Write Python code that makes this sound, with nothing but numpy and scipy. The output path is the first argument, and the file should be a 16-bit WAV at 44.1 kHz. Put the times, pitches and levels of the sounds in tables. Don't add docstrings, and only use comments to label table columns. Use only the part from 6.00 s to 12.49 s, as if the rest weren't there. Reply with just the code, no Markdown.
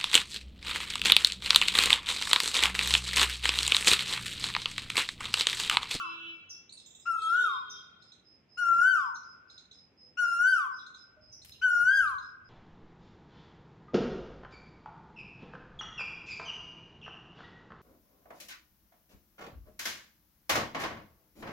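import sys
import numpy as np
from scipy import signal
from scipy.fft import rfft, irfft, next_fast_len
from scipy.io import wavfile
from scipy.ndimage import uniform_filter1d, map_coordinates

SR = 44100
rng = np.random.default_rng(int(sys.argv[2]) if len(sys.argv) > 2 else 0)


def output_pcm(signal):
    pcm = np.clip(np.atleast_2d(signal).T, -1, 1) * 32767
    wavfile.write(sys.argv[1], SR, np.round(pcm).astype(np.int16))


N = 286246
LEAD = SR
TOTAL = next_fast_len(N + LEAD, True)


def gain_of(db):
    return 10 ** (np.asarray(db) / 20)


def evened(x):
    return x / np.sqrt(np.mean(x ** 2) + 1e-20)


def read(points, hz):
    f, value = np.transpose(points)
    return np.interp(np.log(np.maximum(hz, 1e-3)), np.log(f), value)


def follow(rows, t):
    s, *columns = np.transpose(rows)
    return [uniform_filter1d(np.interp(t, s, c), size=400) for c in columns]


def wander(size, hz):
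    knots = rng.standard_normal(2048)
    return map_coordinates(knots, [np.arange(size) * hz / SR], order=3, mode="wrap")


def phase_of(hz):
    return 2 * np.pi * np.cumsum(hz) / SR


def coloured(x, points):
    hz = np.fft.rfftfreq(x.shape[-1], 1 / SR)
    return irfft(rfft(x) * gain_of(read(points, hz)), x.shape[-1])


def panned(lean_db):
    return gain_of(np.array([[.5], [-.5]]) * lean_db)


def from_right(x, lag_s=0.00046):
    return np.array([np.roll(x, round(lag_s * SR)), x])


def add(mix, s, sound):
    part = mix[..., LEAD + round(s * SR):][..., :sound.shape[-1]]
    part += sound[..., :part.shape[-1]]


def foliage(x, spread_s=0.01):
    t = np.arange(SR // 12) / SR
    taps = rng.standard_normal((2, len(t))) * np.exp(-t / spread_s)
    flat = np.exp(1j * np.angle(rfft(taps, len(t) * 4)))
    return signal.fftconvolve(np.atleast_2d(x), irfft(flat)[:, :len(t)], axes=1)[:, :TOTAL]


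# pitch_hz, t60_s
YARD_DECAY = [(400, .7), (1000, .85), (1500, 1.05), (3000, .68), (6000, .56), (12000, .45)]
# pitch_hz, level_db
YARD_COLOUR = [(500, 0.5), (1400, 0.5), (3000, -1.5), (6000, 3.5), (12000, 1.5)]


def yard(x, longer=1.0, build_s=0.006):
    size = SR * 3 // 2
    taps = rng.standard_normal((2, size)) * (rng.random((2, size)) < .1)
    hz, t, bands = signal.stft(taps, SR, nperseg=256)
    t60_s = longer * read(YARD_DECAY, hz)[:, None]
    fade = gain_of(-60 * t / t60_s) * (1 - np.exp(-t / build_s))
    fade /= np.sqrt((fade ** 2).mean(1, keepdims=True))
    shaped = bands * fade * gain_of(read(YARD_COLOUR, hz))[:, None]
    tail = signal.istft(shaped, SR, nperseg=256)[1] / np.linalg.norm(taps[0])
    return signal.fftconvolve(np.atleast_2d(x), tail, axes=1)[:, :TOTAL]


# pitch_hz, relative level_db
TOWN_COLOUR = [(25, -26), (50, -7), (75, 0), (130, -0.5), (250, -2), (450, -7), (800, -11.5), (1500, -17),
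               (2500, -14.5), (4000, -28), (6000, -30), (8000, -44), (15000, -44.5)]
# pitch_hz, correlation (share)
TOWN_LIKENESS = [(50, 0.85), (200, .93), (400, 0.76), (900, 0.33), (2000, 0.31), (8000, 0.014)]
TOWN_DB = -68.5


def town(swell_db=-0.12):
    a, b = rfft(rng.standard_normal((2, TOTAL)))
    same = np.clip(read(TOWN_LIKENESS, np.fft.rfftfreq(TOTAL, 1 / SR)), -1, 1)
    pair = irfft(np.array([a, same * a + np.sqrt(1 - same ** 2) * b]), TOTAL)
    return evened(coloured(pair, TOWN_COLOUR)) * gain_of(TOWN_DB + swell_db * wander(TOTAL, 17))


# pitch_hz, level_db
THROAT_RESONANCE = [(2000, 4.5), (2700, -8), (3100, 5), (3900, -20.5), (4300, -13), (4750, 1.5),
                    (5200, -13), (5700, 3), (6400, -5), (7000, -3), (7700, -2), (8500, -20), (9300, -7),
                    (10300, 0.5), (11200, -7.5), (12000, -15), (15000, -14)]
# time_s,
# tension (1 at the crest, 0 on the held note, -1 low in the fall)
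SYRINX_TENSION = [(0, -.15), (.01, .3), (.022, .56), (.04, .43), (.06, .25), (.09, .11), (.16, 0),
                  (.21, .06), (.245, .26), (.28, .62), (.31, .91), (.335, 1), (.36, .88), (.38, .48),
                  (.403, 0), (.43, -.44), (.5, -1), (.555, -1.45)]
# time_s, fundamental_db, overtones_db
BLOWING_EFFORT = [(0, -19.5, -7.5), (.014, -8, 5.5), (.03, 1, -0.5), (.1, -1, -4.5), (.22, -1.5, -4),
                  (.275, 1.5, -1.5), (.345, -2, 2.5), (.38, -0.5, -0.5), (.43, -9, -9), (.48, -14.5, -15),
                  (.555, -31.5, -28)]
PART_TIMES = [.05, 0.14, 0.25]


def koel_call(start, length, stretch, held_hz, crest_hz, low_hz, ku_db, held_db, oo_db, over_db,
              rolloff_db, lean_db, strain_db=-0.26, dull_db=-5, open_s=0.028, jitter=0.002,
              flicker_db=4.0, rasp_db=-26, rasp_s=0.018):
    t = np.arange(0, length, 1 / SR)
    call_s = t / stretch
    tension, = follow(SYRINX_TENSION, call_s)
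    tone_db, bright_db = follow(BLOWING_EFFORT, call_s)
    tone_db = tone_db + np.interp(call_s, PART_TIMES, [ku_db, held_db, oo_db])
    hz = held_hz + tension * np.where(tension > 0, crest_hz - held_hz, held_hz - low_hz)
    phase = phase_of(hz * (1 + jitter * wander(len(t), 400)))
    k = np.arange(2, 11)[:, None]
    slope_db = rolloff_db + strain_db * tension + dull_db * np.exp(-t / open_s)
    flicker = flicker_db * np.array([wander(len(t), 35.1) for _ in k])
    weight = gain_of(read(THROAT_RESONANCE, k * hz) + slope_db * k + flicker)
    weight *= gain_of(over_db + bright_db) / np.linalg.norm(weight, axis=0)
    overtones = (weight * np.sin(k * phase)).sum(0)
    voice = np.sqrt(2) * (gain_of(tone_db) * np.sin(phase) + overtones)
    rasp_colour = [(500, -28), (1400, -0.5), (2000, -4.5), (2800, 8.5), (3800, -30.5),
                   (5000, -14.5), (5700, -6.5), (7500, -24.0), (15000, -47.5)]
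    rasp = evened(coloured(rng.standard_normal(len(t)), rasp_colour))
    voice += rasp * gain_of(ku_db + rasp_db) * np.exp(-t / rasp_s)
    return start, voice * signal.windows.tukey(len(t), .035) * panned(lean_db)


# start_s, length_s, time stretch (ratio), held_hz, crest_hz,
# low_hz, ku_db, held_db, oo_db, overtones_db, slope_db per harmonic number, left-right_db
CALLS = [(-.45, 0.55, 1.05, 1302, 1470, 1008, -33, -26, -29, -52, -2, 4),
         (1.052, 0.53, 1.039, 1297, 1487, 995, -26.5, -39, -24.5, -55.5, -1.86, 5),
         (2.569, .535, 0.98, 1365, 1543, 1010, -28, -20.5, -22, -50.5, -2, 6.5),
         (4.168, .515, 1, 1380, 1549, 1019, -24.5, -28, -23, -49, -2, 6),
         (5.612, 0.54, 1.028, 1418, 1629, 1046, -23.5, -24.5, -22, -49.5, -1.96, 5.5)]
# pitch_hz, left-right_db
VOICE_LEAN = [(1500, -1), (3000, -1.5), (5500, -3.5), (7200, -2.5), (9500, 8), (14000, 3.5)]
# delay_s, left_db, right_db
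WALL_ECHOES = [(.0085, -26, -14), (0.05, -19, -14), (0.069, -3, -17.5), (0.0685, -20.5, -3),
               (0.094, -18.5, -22.5), (0.147, -31, -29.5)]


def koel(direct_db=-1, echo_db=-2.17, leaves_db=-12, wet_db=-10):
    voice, echoes = np.zeros((2, 2, TOTAL))
    for row in CALLS:
        add(voice, *koel_call(*row))
    lean = panned(read(VOICE_LEAN, np.fft.rfftfreq(TOTAL, 1 / SR)))
    voice = irfft(rfft(voice) * lean, TOTAL)
    for delay, left_db, right_db in WALL_ECHOES:
        echoes += gain_of([[left_db], [right_db]]) * np.roll(voice, round(delay * SR), axis=1)
    echoes = coloured(echoes, [(1100, 5), (1400, -3.5), (3000, 0), (6000, -11.5), (12000, -11)])
    scattered = coloured(foliage(voice, spread_s=0.014), [(1500, -2), (3000, 16.0), (12000, 11)])
    leaves = gain_of(leaves_db) * panned(-7) * scattered
    tail = gain_of(wet_db) * panned(1) * yard(voice.mean(0))
    return gain_of(direct_db) * voice + leaves + gain_of(echo_db) * echoes + tail


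# start_s, length_s, pitch_hz, level_db,
# diaphragm resonance_hz, pitch waver (share)
HORN_BLASTS = [(-.08, 0.45, 332.9, -40.5, 2696, 0.0037), (1.149, 0.3, 412.2, -48.5, 3425, 0.0078),
               (1.38, .22, 408.7, -45, 3476, .009), (1.62, .21, 407, -51, 3420, 0.0096)]
# frequency over the resonance (ratio), level_db
DIAPHRAGM_COLOUR = [(.115, -7.5), (.125, -16), (.25, -40), (.45, -37.5), (.62, -24.5), (.7, -8),
                    (.76, -45.5), (.87, -10), (1, 4), (1.05, 5.5), (1.12, -9.5), (1.16, -21), (1.25, -7.5),
                    (1.27, -34), (1.37, -18), (1.5, -21), (1.6, -44.5), (2.1, -40.5), (3.5, -62.5)]


def horns(lean_db=2, direct_db=-2, wet_db=-2, flutter_db=3):
    out, k = np.zeros(TOTAL), np.arange(1, 25)[:, None]
    for s, length, hz, db, ring_hz, waver in HORN_BLASTS:
        size = round(length * SR)
        phase = phase_of(hz * (1 + waver * wander(size, 130)))
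        flutter = flutter_db * np.array([wander(size, 20) for _ in k])
        weight = gain_of(read(DIAPHRAGM_COLOUR, k * hz / ring_hz) + flutter)
        tone = evened((weight * np.sin(k * phase)).sum(0))
        add(out, s, gain_of(db) * tone * signal.windows.tukey(size, .4))
    ringing = yard(coloured(out, [(400, -9), (2000, -1.5)]), longer=1.41)
    direct = foliage(out, spread_s=0.018)
    return panned(lean_db) * (gain_of(direct_db) * direct + gain_of(wet_db) * ringing)


PIPE_HZ = 5120
PIPE_FIRST_S, PIPE_EVERY_S, PIPE_LENGTH_S = .005, .2472, .125
# time_s, level_db
PIPE_LOUDNESS = [(0, -58), (.3, -77), (.8, -64), (1.5, -65), (2.3, -60.5), (3.3, -58.5), (4.7, -57),
                 (5.4, -60.5), (6.4, -63)]


def pipes(trill_hz=110, depth=.022, lean_db=-3, direct_db=-3, wet_db=-2):
    out, t = np.zeros(TOTAL), np.arange(0, PIPE_LENGTH_S, 1 / SR)
    for s in np.arange(PIPE_FIRST_S, N / SR, PIPE_EVERY_S):
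        db = np.interp(s, *np.transpose(PIPE_LOUDNESS))
        trill = depth * np.sin(2 * np.pi * trill_hz * t)
        hz = PIPE_HZ * (1 + trill + .012 * wander(len(t), 120))
        add(out, s, gain_of(db) * signal.windows.tukey(len(t), .4) * np.sin(phase_of(hz)))
    scattered = gain_of(direct_db) * foliage(out)
    return panned(lean_db) * (scattered + gain_of(wet_db) * yard(out, longer=0.56))


# start_s, level_db, start_pitch_hz, end_pitch_hz
CHIRP_NOTES = [(0.489, -39, 6056, 5115), (1.692, -40.5, 6046, 5174), (3.138, -48, 6170, 5390),
               (4.755, -53.5, 5630, 5100), (4.78, -49, 3800, 3630), (5.315, -44.5, 5800, 5300),
               (5.532, -55.5, 3090, 2840)]


def chirps(length=0.042, buzz_hz=155, depth=.13, settle=0.73, lean_db=-1, direct_db=-4,
           leaves_db=-6, wet_db=-5, second_db=-28):
    out, u = np.zeros(TOTAL), np.linspace(0, 1, round(length * SR))
    for s, db, start_hz, end_hz in CHIRP_NOTES:
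        buzz = np.sin(phase_of(buzz_hz * (1 + 0.15 * wander(len(u), 200))))
        glide = start_hz + (end_hz - start_hz) * u
        phase = phase_of(glide * (1 + depth * (1 - settle * u) * buzz))
        tone = np.sin(phase) + gain_of(second_db) * np.sin(2 * phase)
        add(out, s, gain_of(db) * signal.windows.tukey(len(u), .8) * tone)
    direct = gain_of(direct_db) * from_right(out)
    leaves = gain_of(leaves_db) * foliage(out, spread_s=0.05)
    return panned(lean_db) * (direct + leaves + gain_of(wet_db) * yard(out, longer=0.75))


# start_s, level_db, top_pitch_hz,
# second_harmonic_db
CHIP_NOTES = [(0.692, -47, 4340, -22), (0.722, -45, 4646, -2), (0.773, -46, 4280, -11),
              (0.797, -49.5, 3960, -12), (.859, -51, 3860, 3.5), (.905, -53, 3844, 0.5),
              (0.948, -50, 3890, 0.5), (.996, -53, 3930, 2.5), (1.217, -45, 4520, -5),
              (2.02, -54.5, 4310, -19), (2.118, -48, 4144, -21.5), (3.155, -50, 4370, -26),
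              (3.498, -50, 4280, -25.5), (3.577, -45, 4230, -26), (3.711, -47, 4168, -25),
              (4.862, -47.5, 4250, -23), (4.944, -45.5, 4160, -24), (5.417, -50.5, 4360, -14),
              (5.519, -46, 4220, -30), (6.074, -51.5, 4300, -13), (6.181, -48, 4240, -27),
              (6.225, -56, 4215, -21)]


def chips(length=.009, rise=0.24, lean_db=-4, direct_db=2, leaves_db=-5, wet_db=-1.5,
          echo_s=0.076, echo_db=-10, upper_ratio=1.6, upper_db=-12, fourth_db=-20):
    out, u = np.zeros(TOTAL), np.linspace(0, 1, round(length * SR))
    for s, db, top_hz, second_db in CHIP_NOTES:
        phase = phase_of(top_hz * (1 - rise * (1 - u) ** 2 + 0.004 * wander(len(u), 830)))
        upper = gain_of(upper_db) * np.sin(upper_ratio * phase)
        even = gain_of(second_db) * (np.sin(2 * phase) + gain_of(fourth_db) * np.sin(4 * phase))
        add(out, s, gain_of(db) * np.sin(np.pi * u) * (np.sin(phase) + even + upper))
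    direct = from_right(coloured(out, [(4500, -2.5), (7000, -6.5)]))
    direct += gain_of(echo_db) * np.roll(direct, round(echo_s * SR), axis=1)
    leaves = gain_of(leaves_db) * foliage(out, spread_s=0.025)
    tail = gain_of(wet_db) * yard(out, longer=0.59)
    return panned(lean_db) * (gain_of(direct_db) * direct + leaves + tail)


# peak_s, width_s, level_db, centre_hz
GUSTS_AND_RUBS = [(2.769, 0.053, -61, 200), (4.42, 0.1, -72, 220), (5.27, 0.09, -64.5, 75),
                  (5.521, .15, -65, 74.8), (5.85, .06, -62.5, 120), (6.079, 0.19, -60.5, 70.8),
                  (6.449, 0.069, -65, 69.5)]
# frequency over its centre (ratio), level_db
BURST_COLOUR = [(.27, -34.5), (.6, -11), (1, 1), (1.87, -6), (3.3, -26), (8, -30), (40, -67)]


def gusts_and_rubs(unlike=0.44):
    out, t = np.zeros((2, TOTAL)), np.arange(SR) / SR - .5
    for s, width, db, centre_hz in GUSTS_AND_RUBS:
        noise = rng.standard_normal(SR) + unlike * rng.standard_normal((2, SR))
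        burst = evened(coloured(noise, [(ratio * centre_hz, level) for ratio, level in BURST_COLOUR]))
        add(out, s + t[0], burst * gain_of(db) * np.exp(-(t / width) ** 2))
    return out


# start_s, length_s, pitch_hz, level_db
HOOT_NOTES = [(4.0, 0.15, 499, -69), (5.163, 0.047, 612.7, -58.5)]


def hoots():
    out = np.zeros(TOTAL)
    for s, length, hz, db in HOOT_NOTES:
        t = np.arange(round(length * SR)) / SR
        add(out, s, gain_of(db) * signal.windows.tukey(len(t), .5) * np.sin(2 * np.pi * hz * t))
    return gain_of(-2.5) * out + yard(out, longer=0.93)


# start_s, level_db
SNAPS = [(5.448, -44.5), (5.451, -47), (5.459, -50), (5.483, -58), (5.487, -57), (5.495, -47.5),
         (5.509, -56.5)]


def crackle(snap_s=.0012, rustle_db=-17, rustle_s=0.055, lean_db=4):
    out, t = np.zeros((2, TOTAL)), np.arange(SR // 6) / SR
    decay = np.exp(-t / snap_s) + gain_of(rustle_db) * np.exp(-t / rustle_s)
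    for s, db in SNAPS:
        add(out, s, gain_of(db) * rng.standard_normal((2, len(t))) * decay)
    colour = [(200, -25), (1500, -3.0), (3000, 6), (6000, -3), (12000, 4.0), (16000, -6.0)]
    return panned(lean_db) * coloured(out, colour)


def scene():
    birds = koel() + pipes() + chirps() + chips()
    mix = town() + birds + horns() + gusts_and_rubs() + hoots() + crackle()
    return mix[:, LEAD:LEAD + N]


EDGE_HZ = 15750


def record(dry):
    lowpass = signal.firwin(511, EDGE_HZ, window=("kaiser", 9), fs=SR)
    return signal.oaconvolve(dry, lowpass[None], "same")


dry = scene()
out = record(dry)
output_pcm(out)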